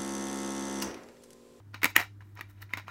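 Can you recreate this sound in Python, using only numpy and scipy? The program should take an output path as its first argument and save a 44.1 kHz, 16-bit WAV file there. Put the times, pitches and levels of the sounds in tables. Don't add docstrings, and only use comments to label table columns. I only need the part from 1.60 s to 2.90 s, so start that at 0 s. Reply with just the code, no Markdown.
import sys
import numpy as np
from scipy import signal
from scipy.fft import rfft, irfft, next_fast_len
from scipy.io import wavfile
from scipy.ndimage import map_coordinates

SR = 44100
rng = np.random.default_rng(int(sys.argv[2]) if len(sys.argv) > 2 else 0)


def put_to_file(sound):
    columns = np.atleast_2d(sound).T
    safe = np.clip(columns, -1, 1)
    whole_steps = np.round(safe * 32767)
    wavfile.write(sys.argv[1], SR, whole_steps.astype(np.int16))


def voltage_ratio(decibels):
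    exponent = np.asarray(decibels, float) / 20
    return 10 ** exponent


N = 57330

# frequency in Hz, density in dB per Hz.
RUB = [(100, -30), (300, -8.5), (600, -6), (1000, -1.5), (2300, 0), (3300, -9), (4800, -11), (9500, -27)]
# frequency in Hz, density in dB.
SHEEN = [(3000, -22.5), (4800, -8), (7000, -6.5), (10500, -9), (13000, 0), (15500, -4.5), (17000, -10)]


def clicks():
    # start in seconds, peak in dB, pitch in Hz, crack in dB, weight in dB.
    snaps = [(0.1430, -29.5, 1516, -22.5, -9.5), (0.2180, -32.5, 2224, -18, -10.5),
             (0.2317, -11, 1900, -15, -12), (0.2439, -7.5, 2260, -9, -11), (0.2549, -9, 2095, -17, -12.5),
             (0.3633, 1, 1900, -16, -30), (0.3652, -8.5, 2900, -9, -25), (0.3782, -14.5, 2100, -24, -12.5),
             (0.7922, -30, 1195, -31, -16), (0.8097, -20.5, 1918, -19, -19),
             (1.0256, -33.5, 1750, -24, -23), (1.1361, -11, 2145, -28, -23), (1.1726, -26, 1654, -17, -8.5),
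             (1.2812, -25.5, 1096, -30, -22.5)]
    # start in seconds, peak in dB, pitch in Hz, crack in dB.
    ticks = [(0.002, -45, 774, -34.5), (0.147, -33, 1341, -19.5), (0.176, -45, 2199, -24),
             (0.2595, -18, 2463, -16), (0.3574, -23, 2680, -30.5), (0.3601, -18.5, 2600, -33.5),
             (0.3875, -19.5, 2200, -19.5), (0.3912, -23.5, 1976, -20.5), (0.3985, -16, 2020, -18),
             (0.4024, -21, 1858, -21), (0.607, -39.5, 1705, -35), (0.622, -43.5, 1030, -28),
             (0.754, -54, 950, 0), (0.773, -36, 1827, -30), (0.800, -44, 1500, -24),
             (0.8134, -33.5, 1847, -21), (1.0272, -35.5, 1824, -24), (1.093, -44.5, 2090, -29.5),
             (1.107, -43.5, 1400, -28), (1.1825, -31.5, 2160, -24), (1.197, -33, 1540, -24),
             (1.248, -48, 1621, -22), (0.3554, -35, 6770, -30), (0.36, -25, 6680, -30),
             (0.1448, -38.5, 4192, -25), (1.022, -44, 4320, 0)]
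    # frequency in Hz, level in dB, T60 in seconds.
    shell_modes = [(350, -33, .04), (981.4, -30.5, .08), (1340.4, -21.5, .03), (1616.6, -25, .03),
                   (1843, -22.5, .035), (2195, -21.5, .03), (2449.4, -22.5, .03), (2900, -20.5, 0.012),
                   (3886, -28, 0.039), (4488, -28, 0.0088), (5677, -32, .012), (6730, -30.5, 0.015)]
    tick_weight_db = -21
    grip_detune, mode_scatter_db = 0.04, 4

    out = np.zeros(N + SR)
    t = np.arange(SR // 10) / SR
    for start, db, hz, crack_db, weight_db in [*snaps, *[(*tick, tick_weight_db) for tick in ticks]]:
        knock = -ring(t, hz, t60=0.0085)
        shell = np.zeros(len(t))
        for mode_hz, mode_db, t60 in shell_modes:
            level = voltage_ratio(mode_db + mode_scatter_db * rng.normal()) * np.sign(rng.normal())
            shell += level * ring(t, mode_hz * (1 + grip_detune * rng.normal()), t60)
        crack = voltage_ratio(crack_db) * burst(t, SHEEN, t60=0.01)
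        scuff = voltage_ratio(weight_db - 0.5) * burst(t, RUB, t60=0.033)
        thump = voltage_ratio(weight_db - 6.5) * ring(t, 280 * (1 + 0.2 * rng.normal()), t60=0.035)
        out[round(start * SR):][:len(t)] += voltage_ratio(db) * (knock + shell + crack + scuff + thump)
    return out[:N]


def ring(t, hz, t60):
    onset = 1 - np.exp(-t / 0.0003)
    return voltage_ratio(-60 * t / t60) * np.sin(2 * np.pi * hz * t) * onset


def burst(t, colour, t60):
    noise = filtered(rng.standard_normal(len(t)), lambda f: voltage_ratio(along(colour, f)))
    return unit(noise) * voltage_ratio(-60 * t / t60)


def creaks():
    # start in seconds, rise in seconds, fall in seconds per 20 dB
    # (negative swells), level in dB, fizz in dB.
    rubs = [(0.0, .002, 0.0023, -60, -24), (0.125, .022, 0.0487, -46, -28.5),
            (0.214, .008, 0.0192, -43.5, -24.5), (0.224, 0.0138, 0.047, -33, -16),
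            (0.27, .035, 0.0165, -50.5, -3), (0.344, 0.01606, 0.0111, -36, -25),
            (0.374, .028, 0.0433, -30, -13.5), (0.6, .012, 0.0226, -58.5, -24.5), (0.6, .05, 0.28, -73, -6),
            (0.9, 0.0823, 0.2727, -68, -17), (0.75, 0.0272, 0.0862, -49.5, -33),
            (0.875, 0.0302, 0.0328, -64, -0.5), (1.0, .024, 0.0232, -51.5, -5),
            (1.085, .02, 0.08, -58, -20), (1.124, .011, 0.08, -48, -26), (1.169, .012, 0.0326, -39, -22),
            (1.255, 0.0263, -0.32, -50, -22)]
    # frequency in Hz, width in Hz, level in dB.
    body_modes = [(740, 220, -8), (988, 45, 3), (1400, 160, -1), (1900, 200, -1), (2408, 200, -4),
                  (2900, 200, -10), (3842, 100, -6), (5400, 200, -14), (6433, 150, -17.5)]
    ring_db = 3.5

    rings = np.zeros(N)
    for hz, width, db in body_modes:
        rings += voltage_ratio(db) * filtered(slips(), lambda f: peak(f, hz, width) * peak(f, hz, 3 * width))

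    t = np.arange(N) / SR
    low, high = np.zeros(N), np.zeros(N)
    for start, rise, fall, db, fizz_db in rubs:
        swell = np.clip((t - start) / rise, 0, 1) ** 2
        shape = swell * voltage_ratio(db - 20 * np.maximum(t - start - rise, 0) / fall)
        low += shape
        high += voltage_ratio(fizz_db) * shape
    creak = unit(rough(RUB) + voltage_ratio(ring_db) * unit(rings))
    return low * creak + high * rough(SHEEN)


def slips():
    happens = rng.random(N) < 500 / SR
    size = voltage_ratio(2 * rng.exponential(size=N))
    return happens * size * rng.standard_normal(N)


def rough(colour):
    noise = rng.standard_normal(N) * voltage_ratio(2.5 * wobble(300))
    return unit(filtered(noise, lambda f: voltage_ratio(along(colour, f))))


def room(x):
    # frequency in Hz, T60 in seconds.
    decay = [(200, 0.22), (1500, 0.15), (5000, 0.25), (14000, 0.1)]
    lag_s = 0.006
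    hz, t, z = signal.stft(rng.standard_normal(SR // 2), SR, nperseg=256)
    fade = voltage_ratio(-60 * t / along(decay, hz)[:, None])
    tail = signal.istft(z * fade, SR, nperseg=256)[1]
    delayed = np.pad(x, (round(lag_s * SR), 0))
    return signal.fftconvolve(delayed, tail / np.linalg.norm(tail))[:N]


def background():
    # frequency in Hz, level in dB rms.
    hum_lines = [
        (100.3, -50.5),
        (200.6, -76),
        (300.9, -72.5),
    ]
    # frequency in Hz, width in Hz.
    drone_modes = [(45, 20), (320, 100)]
    # frequency in Hz, density in dB per Hz.
    air_colour = [(28, -14), (42, 5.5), (110, 3.5), (300, -6.5), (520, -17.5), (1700, -19.5), (2500, -29),
                  (15500, -36.5)]
    sway_db, drift_rad = 1.91, 0.6

    t = np.arange(N) / SR
    hum = np.zeros(N)
    for hz, db in hum_lines:
        level = voltage_ratio(db + sway_db * wobble(24)) * np.sqrt(2)
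        hum += level * np.sin(2 * np.pi * hz * t + drift_rad * wobble(6.9))
    drone = filtered(rng.standard_normal(N), lambda f: sum(peak(f, hz, w) ** 2 for hz, w in drone_modes))
    air = filtered(rng.standard_normal(N), lambda f: voltage_ratio(along(air_colour, f)))
    return hum + voltage_ratio(-71.5) * unit(drone) + voltage_ratio(-61 + 0.68 * wobble(6)) * unit(air)


def unit(x):
    return x / np.sqrt(np.mean(x ** 2) + 1e-20)


def along(points, hz):
    f, v = np.transpose(points)
    return np.interp(np.log(hz + 1), np.log(f + 1), v)


def wobble(rate):
    knots = rng.standard_normal(int(N * rate / SR) + 4)
    return map_coordinates(knots, [np.arange(N) * rate / SR])


def filtered(x, response):
    m = next_fast_len(len(x) + SR // 4)
    return irfft(rfft(x, m) * response(np.fft.rfftfreq(m, 1 / SR)), m)[:len(x)]


def peak(f, hz, width_hz):
    return 1j * f * width_hz / (hz * hz - f * f + 1j * f * width_hz)


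def scene():
    case = clicks() + creaks()
    room_db = -15
    return (case + voltage_ratio(room_db) * room(case) + background())[None]


def band_limit(x):
    return signal.sosfilt(signal.butter(12, 16640, fs=SR, output="sos"), x)


def record(dry):
    low_cut_hz, top_hz, top_edge_hz = 23, 16500, 500

    def mic(hz):
        upper_edge = np.clip((top_hz - hz) / top_edge_hz, 0, 1)
        return (upper_edge * 1j * hz / (low_cut_hz + 1j * hz)) ** 2

    return band_limit(filtered(dry[0], mic)[None])


dry = scene()
out = record(dry)
put_to_file(out)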